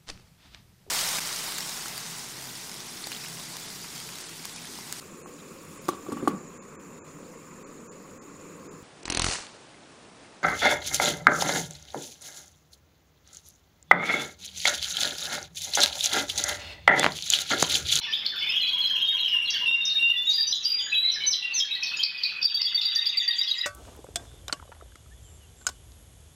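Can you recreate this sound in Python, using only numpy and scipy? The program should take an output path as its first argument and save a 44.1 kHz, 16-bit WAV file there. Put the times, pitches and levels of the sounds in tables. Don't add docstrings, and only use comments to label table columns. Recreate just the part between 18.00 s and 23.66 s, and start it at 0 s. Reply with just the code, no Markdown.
import sys
import numpy as np
from scipy import signal
from scipy.fft import rfft, irfft, next_fast_len
from scipy.io import wavfile
from scipy.ndimage import uniform_filter1d

SR = 44100
rng = np.random.default_rng(int(sys.argv[2]) if len(sys.argv) > 2 else 0)


def rack_gain(trim_db):
    fader = np.asarray(trim_db, float)
    return 10 ** (fader / 20)


def digitize_waveform(pressure):
    field = np.atleast_2d(pressure).T
    bounded = np.clip(field, -1, 1)
    quanta = np.round(bounded * 32767).astype(np.int16)
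    wavfile.write(sys.argv[1], SR, quanta)


N = 249606

# multiple, under_whistle_db
OVERTONES = [(2, -28), (3, -27), (4, -27), (5, -57)]
SHIMMER = .32

# pitch_hz, t60_s
WALL_RING = [(1000, 0.6), (3000, 0.52), (6000, 0.29), (12000, 0.29)]
# pitch_hz, level_db
HUM_TONE = [(25, -8), (60, -9), (180, -4.5), (600, -10), (1100, -9.5), (2500, -14), (7000, -23),
            (15500, -30)]
# time_s, level_db
HUM_SWELL = [(0.0, -64.5), (0.2, -58.5), (2.88, -61), (3.31, -57), (3.39, -64.5), (3.56, -63), (5.66, -66)]

# pitch_hz, level_db
FAR_TONE = [(410, -59), (700, -29), (1820, -16.5), (2110, -13.5), (2700, -6), (3620, 1), (4510, -13),
            (5600, -10.5), (7280, -42), (12300, -120)]
# time_s, level_db
FAR_SWELL = [(0.0, -44.5), (1.5, -50.5), (5.66, -49)]

# start_s, length_ms, first_hz, level_db
BACK_FALLS = [(0, 5.7, 4250, -40.5), (.01, 31, 2730, -52.5), (.065, 21, 5330, -55),
              (.32, 28.6, 1833, -43.5), (.385, 26, 5380, -42), (.42, 49, 3165, -44), (.665, 38, 4700, -38),
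              (.867, 12, 5270, -44), (1.28, 11.3, 5480, -41), (1.528, 15, 1950, -47),
              (1.94, 13, 1850, -53.5), (2.29, 29, 6820, -40), (2.298, 25, 4690, -31),
              (2.352, 37, 3260, -52), (2.603, 8.1, 6860, -43.5), (2.628, 17, 6030, -34),
              (2.64, 26.5, 3520, -37.5), (2.73, 21, 2750, -45), (3.075, 33, 3990, -38.5),
              (3.135, 14, 5500, -36), (3.63, 22, 1975, -49), (3.68, 11, 2430, -47), (3.862, 13, 4700, -33),
              (3.89, 36, 3630, -44.5), (4.19, 20, 3490, -41.5), (4.475, 22, 3830, -38),
              (4.815, 18, 4200, -33.5), (5.045, 13.5, 3730, -30.5), (5.122, 37, 2896, -46),
              (5.47, 16, 3655, -35.5)]
# start_s, length_ms, level_db
FLUTE_NOTES = [
    (2.12, 48, -51),
    (2.78, 80, -53.5),
    (3.32, 154, -54),
    (3.75, 18, -43.5),
    (4.12, 71, -52.5),
]
FLUTE_HZ = 1960

LIFT, SWOOP, DIP, DROP, BACK_DROP, SNAP_DROP, PIPE_LIFT = .0016, .004, -.0022, -.0085, -.01, -.034, .0013
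# start_s, length_ms, pitch_hz, level_db
LEVEL_WHISTLES = [(1.417, 15, 2797, -26.5), (1.589, 53, 2832, -35), (1.7, 50, 2780, -29),
                  (1.655, 45, 2735, -27), (1.86, 42, 2842, -44), (1.981, 67.5, 2773, -27),
                  (2.09, 24, 2828, -23.5), (2.125, 40.5, 2855, -44.5), (2.328, 50, 4792, -25),
                  (2.383, 15, 4774, -20.5), (2.41, 15, 4670, -26.5), (2.415, 34, 3768, -30),
                  (2.647, 72.4, 4804, -21.5), (2.946, 77.4, 3904, -24.5), (3.005, 62, 3947, -28),
                  (.028, 19, 3444, -40.5), (.1, 32, 4900, -48), (0.688, 47, 3930, -42.5),
                 (.247, 27, 3526, -33.5), (1.068, 43, 3721, -31), (.357, 25, 3473, -34),
                 (.462, 22, 3510, -34), (1.93, 40, 3706, -32), (2.136, 12, 2837, -30),
                 (2.248, 70, 6800, -47.5), (2.265, 59, 3755, -26.5), (2.377, 15, 1798, -45.5),
                 (2.805, 77, 6780, -48), (3.045, 57, 4014, -31), (3.203, 16, 3030, -34.5),
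                 (3.237, 7, 3955, -28.5), (3.263, 24, 6048, -28.5), (3.421, 27.4, 2750, -34),
                 (3.6, 16.4, 3220, -31), (3.501, 18.5, 2657, -37.5), (3.599, 7, 3714, -28),
                 (3.709, 27, 3875, -30), (3.964, 16, 6787, -46), (4.508, 69, 3340, -40.5),
                 (4.959, 19, 1860, -42), (5.21, 17, 1930, -44), (5.275, 40, 1897, -40),
                 (5.49, 30, 4400, -44), (5.56, 64, 1902, -43), (5.635, 11.6, 1923, -36.5)]
# start_s, length_ms, first_hz, level_db
DIPS = [(.07, 23, 1833, -45.5), (.489, 15.7, 5250, -40), (4.775, 25, 3620, -34), (0.56, 55, 3147, -36),
        (.756, 14, 2900, -39), (4.86, 14, 3900, -33.5), (1.168, 7.8, 2860, -30.5), (5.045, 25, 3560, -35),
        (5.195, 25, 3560, -36), (1.612, 14, 1000, -54), (5.465, 25, 3420, -36), (1.47, 26, 3400, -36),
        (1.497, 14, 4700, -39), (5.315, 25, 4350, -46), (2.47, 21, 6050, -30.5), (2.52, 26, 4060, -28),
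        (2.538, 30, 6900, -46), (3.076, 29, 3870, -40), (3.085, 12, 4300, -33), (3.54, 30, 6250, -33),
        (3.315, 9.5, 6550, -53), (3.323, 29, 4120, -30.5), (4.647, 30.4, 3520, -34), (4.415, 8, 4700, -33),
        (5.328, 38, 3540, -38)]
# start_s, length_ms, first_hz, level_db
LIFTS = [(.17, 13, 3430, -56), (.515, 35, 2814, -35.5), (.96, 20, 2853, -34.5), (.494, 8.7, 2564, -39),
         (1.822, 15, 3633, -32), (2.866, 10.5, 1680, -40.5), (2.919, 17, 2546, -31.5),
         (3.036, 25, 2097, -41), (2.64, 22, 4580, -31), (3.203, 12.5, 2214, -39.5),
         (4.221, 31, 4400, -38.5), (4.678, 14, 6600, -57), (4.817, 16, 6750, -54), (4.919, 26, 3400, -36)]
# start_s, length_ms, first_hz, level_db
SWOOPS = [(.123, 38, 3020, -32.5), (.135, 6.3, 3450, -26), (.168, 14, 4840, -42), (.407, 53, 2080, -43.5),
          (.422, 15, 2930, -34.5), (.52, 12, 3520, -36), (.49, 28, 2482, -37.5), (.632, 12, 2463, -33.5),
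          (1.243, 24, 2970, -27), (2.51, 11, 5000, -30), (3.116, 16, 5610, -35), (3.33, 7.7, 3620, -41.5),
          (3.991, 26, 3020, -32.5)]
# start_s, length_ms, first_hz, level_db
DROPS = [(.26, 8.7, 5220, -44), (.292, 3.7, 5240, -38.5), (.949, 23, 3170, -34), (1.279, 5.6, 2940, -25.5),
         (1.535, 34, 3620, -31.5), (1.547, 6.5, 4530, -38.5), (2.785, 33.6, 3865, -32.5),
         (2.94, 17.3, 3560, -29), (3.156, 22, 1890, -43), (3.253, 13, 4760, -43), (3.303, 20, 5950, -28.5),
         (3.322, 12, 4650, -37), (3.53, 18, 4680, -41), (3.575, 25.5, 6086, -29.5), (3.59, 14, 7270, -42.5),
         (3.652, 14, 4500, -41), (3.752, 4.6, 4270, -30.5), (3.969, 6.9, 5100, -37), (4.176, 15, 5080, -38),
         (5.476, 9.5, 4490, -34)]
# start_s, pitch_hz, level_db
PEEPS = [
    (3.705, 2605, -35),
    (3.824, 2535, -32.5),
    (3.935, 2610, -34),
    (4.037, 2526, -33),
    (4.145, 2517, -34.5),
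    (4.197, 2440, -45.5),
    (4.248, 2470, -32.5),
    (4.297, 2566, -37.5),
    (4.362, 2530, -38),
]
PEEP_MS = 14.9
# start_s, length_ms, first_hz, last_hz, level_db
SLIDES = [(.604, 65, 4236, 3930, -33), (.81, 70, 4295, 4030, -33), (1.182, 45, 4315, 3780, -35),
          (1.45, 60, 4370, 3790, -38), (1.672, 76, 3613, 3688, -32), (1.765, 238, 3670, 3705, -33),
          (2.01, 110, 3710, 3592, -31.5), (2.155, 98, 3465, 3537, -30), (1.31, 82, 2963, 2772, -24.5),
          (.263, 7, 4850, 4150, -25), (.134, 16, 3300, 3760, -31), (1.045, 25, 3680, 3700, -40),
          (2.895, 50, 4000, 3900, -39), (3.33, 18, 4150, 3000, -31), (4.238, 25, 4100, 3950, -33),
          (3.61, 20, 3400, 3250, -31), (3.32, 20, 5050, 4950, -33), (3.83, 14, 4600, 4400, -36),
          (1.72, 30, 1020, 980, -59), (1.555, 14, 1800, 1550, -48), (4.535, 20, 6300, 6500, -57)]
SLIDE_WET_DB = -2.5
# start_s, first_hz, level_db
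SNAPS = [(.255, 4450, -36), (1.503, 6790, -27.5), (1.852, 6720, -28.5), (1.898, 4930, -33.5),
         (2.525, 4230, -23), (3.832, 6560, -31.5), (4.028, 5025, -29), (4.034, 5680, -21),
         (4.234, 5566, -22.5), (4.427, 5940, -23.5), (4.615, 5780, -20.5), (4.813, 5660, -27.5),
         (5.056, 5700, -28), (5.43, 6300, -35), (4.949, 6950, -36)]
SNAP_MS = 8.17
# start_s, settled_hz, level_db
HOOKS = [(.497, 3260, -34.5), (.552, 3340, -26.5), (.61, 3396, -26), (.664, 3350, -29), (.717, 3327, -28),
         (.776, 3334, -27), (.835, 3300, -27), (.892, 3264, -27), (.95, 3315, -27.5), (1.008, 3255, -25.5),
         (1.068, 3270, -26.5), (1.128, 3265, -26.5), (1.192, 3300, -27.5)]
HOOK_MS, HOOK_FROM, HOOK_BEND = 36, .885, .25
# first_s, last_s, (syllables, length_ms), first_hz, last_hz, level_db
TRILLS = [
    (4.497, 5.638, (12, 16.1), 3155, 2494, -37.5),
    (0.729, 1.34, (4, 30), 1051, 978, -52.5),
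    (.897, 1.55, (4, 25), 1950, 1498, -46.5),
    (1.099, 1.749, (4, 30), 2356, 2050, -47),
    (3.91, 4.92, (6, 16.1), 2000, 1207, -48.5),
    (4.593, 5.55, (8, 24), 2080, 2058, -42),
    (4.95, 5.501, (5, 10), 6950, 6010, -43.5),
    (5.159, 5.538, (3, 52), 8020, 6670, -46),
]
# start_s, pitch_hz, level_db, answer_db
ROLL = [(4.443, 4596, -22.5, -34.5), (4.541, 4577, -22, -31.5), (4.647, 4606, -24, -31),
        (4.744, 4542, -24.5, -27.5), (4.85, 4610, -25, -26.5), (4.956, 4620, -22.5, -24.5),
        (5.062, 4650, -23.5, -27), (5.169, 4600, -25, -25.5), (5.276, 4620, -25.5, -24.5),
        (5.381, 4677, -26, -23.5), (5.48, 4770, -31.5, -23.5), (5.579, 4820, -32, -27.5)]
PIPE_MS, ANSWER_MS, ANSWER_LAG_S, ANSWER_RATIO = 21.3, 12, .031, .8

# pitch_hz, level_db
MIC_TONE = [(6700, 5), (7600, -8.5), (9300, -4), (11000, -2.5), (14000, 2.5), (15800, -13), (16000, -52.5)]
# start_s, level_db
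TICKS = [(.672, -40), (1.711, -26), (2.031, -26), (2.097, -27), (2.389, -33), (3.332, -33), (3.62, -34),
         (4.43, -32), (4.618, -28), (5.103, -31), (5.418, -32)]
TICK_GRIP_DB = 17.


def read(points, hz):
    f, value = np.transpose(points)
    return np.interp(np.log(hz + 1), np.log(f + 1), value)


def evened(x):
    return x / np.sqrt(np.mean(x ** 2) + 1e-20)


def coloured(x, points):
    gain_db = read(points, np.fft.rfftfreq(len(x), 1 / SR))
    return irfft(rfft(x) * rack_gain(gain_db), len(x))


def along(curve):
    s, db = np.transpose(curve)
    return rack_gain(np.interp(np.arange(N) / SR, s, db))


def add(mix, s, sound):
    part = mix[max(round(s * SR), 0):][:len(sound)]
    part += sound[:len(part)]


def note(ms, first_hz, last_hz, db, luck, bend=0.897, edge=0.79, overtones=OVERTONES):
    u = np.linspace(0, 1, max(round(ms * SR / 1000), 8))
    waver_hz = 22 + 40 * luck[-1]
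    waver = np.sin(2 * np.pi * (waver_hz * u * ms / 1000 + luck[0]))
    glide = 1 - (1 - u) ** (1 / bend)
    hz = (first_hz + (last_hz - first_hz) * glide) * (1 + .0035 * waver)
    turn = 2 * np.pi * (np.cumsum(hz) / SR + luck[0])
    breath = signal.windows.tukey(len(u), np.clip(edge, 0, 1)) * rack_gain(1.8 * waver)
    tone = np.sin(turn)
    for (k, under_db), chance in zip(overtones, luck[1:]):
        strength = rack_gain(under_db + 0.97 * (chance - 2.5)) * breath
        tone += strength * np.sin(k * turn) * (k * hz < SR / 2)
    return np.sqrt(2) * rack_gain(db) * breath * tone


def song(rows, edge, bend=1., veil_db=0.):
    out = np.zeros(N)
    overtones = [(k, db + veil_db) for k, db in OVERTONES]
    for (s, *shape), luck in zip(rows, rng.random((len(rows), 5))):
        add(out, s, note(*shape, luck, edge=edge, bend=bend, overtones=overtones))
    return out


def gliding(rows, glide):
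    return [(s, ms, hz, hz * np.exp(glide * ms), db) for s, ms, hz, db in rows]


def lasting(rows, ms):
    return [(s, ms, hz, db) for s, hz, db in rows]


def walls(x, count=3):
    out, t = np.zeros(N), np.arange(N) / SR
    for k in range(count):
        taps = np.zeros(SR)
        at = np.arange(120, SR - 20, 20)
        taps[at + rng.integers(0, 20, len(at))] = rng.choice([-1., 1.], len(at))
        taps[(SR * rng.uniform(.004, .03, size=6)).astype(int)] = 2.27
        hz, lag, z = signal.stft(taps, SR, nperseg=128)
        decay = rack_gain(-60 * lag / read(WALL_RING, hz)[:, None])
        tail = signal.istft(z * decay, SR, nperseg=128)[1]
        share = np.sqrt(2 / count) * np.cos(np.pi * (2.3 * t + k / count))
        out += signal.fftconvolve(x * share, tail / np.linalg.norm(tail))[:N]
    return coloured(out, [(6500, 0.93), (11000, -0.61)])


def room_hum():
    return rack_gain(2.0) * along(HUM_SWELL) * evened(coloured(rng.standard_normal(N), HUM_TONE))


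def far_cages(count=1500):
    out = np.zeros(N)
    for s, pitch, length, fall, level in rng.random((count, 5)):
        hz = 900 * 8 ** pitch
        last_hz = hz * (.95 - .3 * fall)
        add(out, s * N / SR, note(6 + 14 * length, hz, last_hz, 6.0 * level, [level], overtones=[]))
    return evened(walls(coloured(out, FAR_TONE))) * along(FAR_SWELL) * rack_gain(4.5)


def back_shelves():
    flute = [(s, ms, FLUTE_HZ, FLUTE_HZ, db) for s, ms, db in FLUTE_NOTES]
    return song(gliding(BACK_FALLS, BACK_DROP) + flute, edge=0.16, veil_db=1.)


def whistles():
    level = gliding(LEVEL_WHISTLES, 0)
    return song(level + gliding(LIFTS, LIFT) + gliding(DIPS, DIP), edge=0.28)


def chips():
    peeps = gliding(lasting(PEEPS, PEEP_MS), 0)
    return song(peeps + gliding(SWOOPS, SWOOP) + gliding(DROPS, DROP), edge=0.33, veil_db=-2.)


def smooth_slides():
    return song(SLIDES, edge=0.31, bend=0.599, veil_db=-2.5)


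def snaps():
    return song(gliding(lasting(SNAPS, SNAP_MS), SNAP_DROP), edge=0.67, bend=0.5, veil_db=-4.)


def trills():
    out = np.zeros(N)
    for (s, hz, db), luck in zip(HOOKS, rng.random((len(HOOKS), 5))):
        add(out, s, note(HOOK_MS, hz * HOOK_FROM, hz, db, luck, bend=HOOK_BEND, edge=0.39))
    for first, last, (count, ms), first_hz, last_hz, db in TRILLS:
        bend = .21 if last_hz > first_hz else .8
        for s, luck in zip(np.linspace(first, last, round(count)), rng.random((round(count), 5))):
            end_hz = last_hz * (1 + .01 * (luck[4] - .5))
            add(out, s, note(ms, first_hz, end_hz, db, luck, bend=bend, edge=.4))
    return out


def piped_roll():
    pipes = [(s, PIPE_MS, hz, db) for s, hz, db, _ in ROLL]
    answers = [(s + ANSWER_LAG_S, ANSWER_MS, hz * ANSWER_RATIO, db) for s, hz, _, db in ROLL]
    return song(gliding(pipes + answers, PIPE_LIFT), edge=0.47)


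def rasp(birds, chatter):
    z = signal.hilbert(birds, next_fast_len(N))[:N]
    beats = coloured(abs(z) ** 2, [(60, -39.5), (300, -7), (900, 3), (2000, -16.5), (5000, -29)])
    loudness = np.sqrt(abs(uniform_filter1d(chatter ** 2, size=500)))
    hiss = evened(coloured(rng.standard_normal(N), [(5000, -42.0), (7000, 3.5), (14000, 0.5)]))
    return rack_gain(-15.5) * beats + rack_gain(-26.5) * loudness * hiss


def shimmered(birds):
    top = coloured(birds, [(7000, -60), (7600, 0)])
    flutter = evened(coloured(rng.standard_normal(N), [(8, -6), (60, 0), (250, -12), (500, -50)]))
    return birds + SHIMMER * flutter * top


def scene():
    back, whistle, chip, slide = back_shelves(), whistles(), chips(), smooth_slides()
    snap, trill, pipe = snaps(), trills(), piped_roll()
    clear = rack_gain(-2.0) * whistle + rack_gain(1.0) * pipe + rack_gain(-3.0) * trill
    clear += walls(rack_gain(2.0) * whistle + rack_gain(-2.5) * pipe + rack_gain(-4.0) * trill)
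    chatter = rack_gain(0.4) * chip + rack_gain(0.5) * snap + rack_gain(-4.5) * back
    chatter += walls(rack_gain(-0.6) * chip + rack_gain(0.5) * snap + rack_gain(0.5) * back)
    bed = rasp(clear + chatter, chatter) + far_cages() + room_hum()
    slide_in_room = slide + rack_gain(SLIDE_WET_DB) * walls(slide)
    return (shimmered(clear + chatter + slide_in_room) + bed)[None]


def top_cut(x):
    return signal.sosfilt(signal.butter(12, 15880, fs=SR, output="sos"), x)


def record(dry):
    x = coloured(dry[0], MIC_TONE)
    for s, db in TICKS:
        add(x, s, rack_gain(db) * signal.windows.gaussian(41, 3))
    peak_db = 20 * np.log10(abs(x) + 1e-9)
    for s, db in TICKS:
        peak_db[round(s * SR)] = db + TICK_GRIP_DB
    fall = np.arange(N) * 26.2 / SR
    held_db = np.maximum.accumulate(peak_db + fall) - fall
    over_db = np.maximum(held_db + 17.0, 0)
    grip = np.exp(-1 / (.003 * SR))
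    cut_db = 0.65 * signal.lfilter([1 - grip], [1, -grip], over_db)
    return top_cut((x / rack_gain(cut_db))[None])


dry = scene()
out = record(dry)
digitize_waveform(out)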